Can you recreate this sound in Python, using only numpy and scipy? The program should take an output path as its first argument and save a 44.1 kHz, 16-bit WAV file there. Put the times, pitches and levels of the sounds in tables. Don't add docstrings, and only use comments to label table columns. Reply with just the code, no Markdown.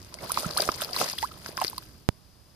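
import sys
import numpy as np
from scipy import signal
from scipy.fft import rfft, irfft, next_fast_len
from scipy.io import wavfile

SR = 44100
rng = np.random.default_rng(int(sys.argv[2]) if len(sys.argv) > 2 else 0)


def put_to_file(sound):
    columns = np.atleast_2d(sound).T
    safe = np.clip(columns, -1, 1)
    whole_steps = np.round(safe * 32767)
    wavfile.write(sys.argv[1], SR, whole_steps.astype(np.int16))


N = 112454
T = np.arange(N) / SR
BUBBLE_LAG_S, CLICK_LAG_S = 0.00018, 0.00004
SNAP_LEAD_S = 0.0032


def undb(db):
    return 10 ** (np.asarray(db) / 20)


def unit(x):
    return x / np.sqrt(np.mean(x ** 2))


def colour(x, points):
    hz, db = np.array(points, float).T
    size = 2 * next_fast_len(N)
    freqs = np.maximum(np.fft.rfftfreq(size, 1 / SR), 1)
    gain = undb(np.interp(np.log(freqs), np.log(hz), db))
    cepstrum = irfft(np.log(gain))
    cepstrum[1:size // 2] *= 2
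    cepstrum[size // 2 + 1:] = 0
    return irfft(rfft(x, size) * np.exp(rfft(cepstrum)))[..., :N]


def noise(points, alike):
    white = rng.standard_normal((3, N))
    stereo = np.sqrt(alike) * white[2] + np.sqrt(1 - alike) * white[:2]
    return unit(colour(stereo, points))


def wander(per_second):
    return np.interp(T * per_second, np.arange(2000), rng.standard_normal(2000))


def add(out, start_s, wave, pan_db=0., lag_s=0.):
    for channel, side in enumerate((1, -1)):
        first = max(int((start_s + side * lag_s / 2) * SR), 0)
        part = wave[:max(N - first, 0)]
        out[channel, first:first + len(part)] += part * undb(side * pan_db / 2)


def background():
    # (frequency [Hz], relative level [dB])
    air_tone = [(20, -2.5), (45, 0.5), (70, 6), (150, 0.5), (300, -10), (700, -17), (2000, -22.5),
                (4800, -26), (7500, -31.5), (15000, -38)]
    rumble_tone = [(20, -24), (50, 5.5), (80, 4), (160, -2.5), (350, -9), (1000, -38.5), (15000, -79.5)]
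    air = undb(-55) * noise(air_tone, alike=0.45)
    rumble = undb(-50.5 + 2 * wander(14)) * noise(rumble_tone, alike=0.9)
    moving = 1 / (1 + np.exp((T - 2.005) / 0.078))
    return air + moving * rumble


def bubble(hz, length_s, rise):
    fade_s = 0.39 * length_s
    t = np.arange(int((length_s + 6 * fade_s) * SR) + 2) / SR
    pitch = hz * (1 + rise * np.minimum((t / length_s) ** 2, 3))
    loudness = (1 - np.exp(-t * hz)) * np.exp(-np.maximum(t - 0.66 * length_s, 0) / fade_s)
    return loudness * np.sin(2 * np.pi * np.cumsum(pitch) / SR)


def swarm(count, low_hz, high_hz, cycles, spread_db, pan_db, rise):
    out = np.zeros((2, N))
    for when, pitch, size, ring, place, lag in rng.random((count, 6)):
        hz = min(low_hz * (high_hz / low_hz) ** pitch, SR / 3)
        db = spread_db * min(-np.log(1 - size), 3)
        wave = undb(db) * bubble(hz, cycles * (0.5 + ring) / hz, rise)
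        add(out, when * N / SR, wave, pan_db * (2 * place - 1), BUBBLE_LAG_S * 2 * lag)
    return unit(out)


def churned_mud():
    # (time [s], relative spray level [dB], relative gurgle level [dB])
    churn = [(0, -58.5, -58), (.17, -57, -52.5), (0.239, -48.5, -35), (.28, -45, -46), (0.336, -45, -47),
             (.385, -34.5, -36.5), (.43, -40.5, -40), (.485, -43, -38), (.51, -45, -37), (.55, -45.5, -44),
             (.615, -33, -35.5), (.665, -40, -42.5), (.71, -45, -41), (0.793, -45, -44.5),
             (0.821, -34, -48), (.87, -49.5, -40.5), (.93, -45.5, -46.5), (0.974, -32.5, -41),
             (1.013, -30.5, -28), (1.059, -38, -42), (1.109, -38.5, -48), (1.16, -48.5, -53),
             (1.238, -38, -63), (1.29, -54.5, -55), (1.42, -54, -53), (1.48, -45, -46.5),
             (1.545, -55.5, -49.5), (1.638, -40, -55), (1.71, -51.5, -59.5), (1.8, -54, -62),
             (2, -64.5, -69), (2.2, -89, -84)]
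    # (frequency [Hz], relative level [dB])
    mist_tone = [(20, -55), (500, -0.5), (1500, -2), (4500, 3), (7500, -8.5), (15000, -9.5)]
    wash_tone = [(20, -10), (60, -16), (140, 3), (300, -3), (700, -4), (1400, -13.5), (3000, -34.5),
                 (15000, -37.5)]
    times, spray_db, gurgle_db = np.array(churn).T
    fizz = swarm(5200, low_hz=1374, high_hz=15530, cycles=2.16, spread_db=4.5, pan_db=14.5, rise=0.095)
    mist = undb(-7.5) * noise(mist_tone, alike=0.17)
    flicker = undb(2.9 * np.tanh(wander(110)))
    spray = (undb(-3.5) * fizz + mist) * flicker
    glugs = swarm(1300, low_hz=371, high_hz=2284, cycles=1.83, spread_db=5.5, pan_db=10, rise=0.088)
    wash = undb(-6.5 + 2 * wander(37.96)) * noise(wash_tone, alike=0.94)
    gurgle = undb(-4.5) * glugs + wash
    return spray * undb(np.interp(T, times, spray_db)) + gurgle * undb(np.interp(T, times, gurgle_db))


def burst(hz, decay_s):
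    t = np.arange(int(7 * decay_s * SR) + 8) / SR
    ragged = np.interp(t * hz * 3, np.arange(512), rng.standard_normal(512))
    loudness = (1 - np.exp(-2 * t * hz)) * np.exp(-t / decay_s)
    return loudness * (np.sin(2 * np.pi * hz * t) + 0.39 * ragged)


def short_snaps():
    # (time [s], level [dB])
    ticks = [(.0175, -22), (.029, -23), (.0478, -23), (.1419, -8.5), (.3222, -13), (.388, -9),
             (.4065, -10), (.439, -15), (0.602, -11.5), (1.0858, -15), (1.089, -4), (1.0988, -5),
             (1.1355, -17), (1.186, -17), (1.2095, -28), (1.2277, -8), (1.4613, -15), (1.601, -9),
             (1.7315, -25)]
    out = np.zeros((2, N))
    for s, db in ticks:
        add(out, s, undb(db) * burst(hz=5500, decay_s=0.00007), lag_s=CLICK_LAG_S)
    return out


def air_pockets():
    # (time [s], pitch [Hz], relative level [dB], length [ms], rise [share of pitch])
    pockets = [(0.187, 2120, -37, 5.2, 0.043), (.237, 690, -29.5, 4.1, 0.049),
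               (0.2958, 934, -30.5, 6.6, 0.22), (0.3055, 1275, -24, 2.8, -0.023),
               (0.3737, 1118, -13.5, 2.5, -0.11), (.389, 640, -27, 2.3, 0.007),
               (.4317, 594, -23, 2.6, 0.072), (0.4444, 1300, -29, 6.9, 0.061),
               (0.566, 910, -24.5, 3.7, -0.078), (0.5747, 1165, -27.5, 8.7, 0.14),
               (0.5857, 1410, -18, 2.45, 0.2), (.5985, 660, -15, 3.03, 0.021), (.621, 557, -30.5, 10, 0.08),
               (0.6935, 1210, -21.5, 3.1, 0.052), (.8205, 690, -25.5, 3.9, -0.1),
               (.91, 724, -41, 23, -0.00089), (0.9637, 1060, -23.5, 3, -0.018),
               (1.181, 1940, -31, 3.4, -0.012), (1.2277, 846, -24, 20, 0.34),
               (1.313, 1284, -44, 7.9, -0.00017), (1.585, 1067, -31.5, 11.3, -0.013),
               (1.6145, 955, -16.5, 3.26, -0.02), (1.6197, 805, -16.5, 4.3, -0.011),
               (1.6275, 800, -28, 5, -0.014), (1.7306, 980, -33.5, 3.9, -0.099),
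               (1.779, 1067, -31.5, 4.5, -0.037)]
    out = np.zeros((2, N))
    for s, hz, db, ms, rise in pockets:
        add(out, s, undb(db + 0.5) * bubble(hz, ms / 1000, rise), lag_s=BUBBLE_LAG_S)
        rim = undb(db - 5) * burst(2.22 * hz, decay_s=0.00092)
        add(out, s, rim, lag_s=BUBBLE_LAG_S)
    return out


def snap(hz, decay_s):
    crackle_s = 0.0008
    t = np.arange(int((7 * decay_s + 10 * crackle_s) * SR) + 8) / SR - SNAP_LEAD_S
    since_tear = np.maximum(t, 0)
    jitter, hiss = rng.standard_normal((2, 2048))
    waver = np.interp(since_tear * hz / 2, np.arange(len(jitter)), jitter)
    loudness = (1 - np.exp(-since_tear * hz / 2)) * np.exp(-since_tear / decay_s)
    ring = loudness * np.sin(2 * np.pi * hz * since_tear + waver)
    crackle = np.resize(hiss, len(t)) * np.exp(-np.abs(t) / crackle_s) / 2
    return ring + undb(-13) * crackle


def wet_films():
    # (time [s], pitch [Hz], relative level [dB], fade time [ms])
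    tears = [(0.3191, 10200, -6.5, 0.21), (0.343, 4480, -24, 0.97), (.372, 4450, -22, 0.68),
             (0.51, 4500, -19.5, 0.75), (0.5729, 4290, -13, 1.25), (0.5769, 9370, -13, 0.61),
             (0.604, 4800, -15, 1.15), (0.6209, 4200, -5.5, 0.35), (0.6224, 7200, -15, 0.26),
             (0.637, 3160, -16, 0.53), (.6547, 6200, -22, 0.36), (0.677, 5500, -19.5, 0.49),
             (0.6907, 2650, -19.5, 1.23), (0.7174, 5300, -21, 0.78), (.7415, 4840, -27, .8),
             (0.8194, 3500, -10.5, 0.49), (0.8468, 4520, -19, 0.7), (0.9305, 4950, -25.5, 1),
             (0.9326, 4700, -23.5, 1.4), (0.9631, 4230, -17, 1.23), (1.0002, 5800, -26, .7),
             (1.011, 2530, -12.5, 0.86), (1.0413, 5030, -27, 0.65), (1.1303, 4700, -26.5, 1.2),
             (1.1858, 3410, -16, 1.53), (1.2218, 4900, -32.5, 0.85), (1.5709, 5500, -20, 0.62),
             (1.5775, 2610, -18, 0.78), (1.617, 2780, -13.5, 0.79), (1.64, 5760, -18, 0.59),
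             (1.6471, 4270, -12, 0.56), (1.668, 5200, -26, 1.6), (1.6797, 4280, -20.5, 1.34),
             (1.699, 11100, -23, 0.36), (1.7811, 4760, -14, 0.37)]
    out = np.zeros((2, N))
    for s, hz, db, ms in tears:
        add(out, s - SNAP_LEAD_S, undb(db + 0.5) * snap(hz, ms / 1000), lag_s=CLICK_LAG_S)
    return out


def mud_slaps():
    # (time [s], pitch [Hz], relative level [dB], fade time [ms])
    slaps = [(0.4597, 165, -10.5, 3.7), (0.6772, 680, -11.5, 0.89), (0.6894, 1283, -6, 1.57),
             (0.6899, 295, -12, 2.08), (0.8057, 1510, -18.5, 0.77), (0.8178, 1310, -26, 3),
             (1.0088, 257, -20, 2.8), (1.0127, 718, -15, 2.3), (1.0142, 1290, -13, 1.3),
             (1.1352, 860, -23.5, 1.06), (1.2277, 1976, -22, 2.5), (1.461, 1530, -20.5, 0.88),
             (1.4908, 380, -25, 2.2), (1.5765, 1540, -13.5, 0.81), (1.6457, 382, -17, 1.7),
             (1.647, 2110, -14, 0.6)]
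    out = np.zeros((2, N))
    for s, hz, db, ms in slaps:
        add(out, s, undb(db + 1.5) * burst(hz, ms / 1000), lag_s=BUBBLE_LAG_S)
        thud = undb(db - 25) * burst(hz=235, decay_s=0.0043)
        add(out, s, thud, lag_s=BUBBLE_LAG_S)
    return out


def short_echo(x):
    fade_s, swell_s = 0.0047, 0.00059
    t = np.arange(SR // 8) / SR
    tail = rng.standard_normal((2, len(t))) * np.exp(-t / fade_s) * (1 - np.exp(-t / swell_s))
    tail /= np.sqrt(np.sum(tail ** 2, axis=1, keepdims=True))
    return undb(-10) * signal.fftconvolve(x, tail, axes=1)[:, :N]


def electrical_pop():
    start_s, swing_hz, fade_s = 2.0891, 74, 0.0027
    t = np.maximum(T - start_s, 0)
    angle = 2 * np.pi * swing_hz * t
    loudness = (1 - np.exp(-2 * t * SR)) * np.exp(-t / fade_s)
    jump = loudness * (np.cos(angle) - 0.75 * np.sin(angle))
    return np.array([np.zeros(N), undb(-0.95) * jump])


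def scene():
    puddle = air_pockets() + mud_slaps() + wet_films() + short_snaps() + churned_mud()
    return puddle + short_echo(puddle) + background()


def record(dry):
    # (frequency [Hz], gain [dB])
    left_tone = [(40, -5.5), (400, -2.5), (1000, -3), (2200, -0.5), (3700, 4), (4400, 8.5), (4900, 15.5),
                 (5500, 10.5), (7500, 5), (9800, 1), (13000, 10), (16000, -6.5)]
    right_tone = [(40, -2.5), (400, 2), (1000, 5), (2200, -2.5), (3700, 2), (5000, -2), (7500, 3.5),
                  (8800, 11), (9700, 13.5), (11000, 11.5), (13000, 11), (16000, 9)]
    heard = np.array([colour(dry[0], left_tone), colour(dry[1], right_tone)]) + electrical_pop()
    treble_cut = signal.ellip(8, 0.2, 70, 14750, fs=SR, output="sos")
    return signal.sosfilt(treble_cut, heard)


dry = scene()
out = record(dry)
put_to_file(out)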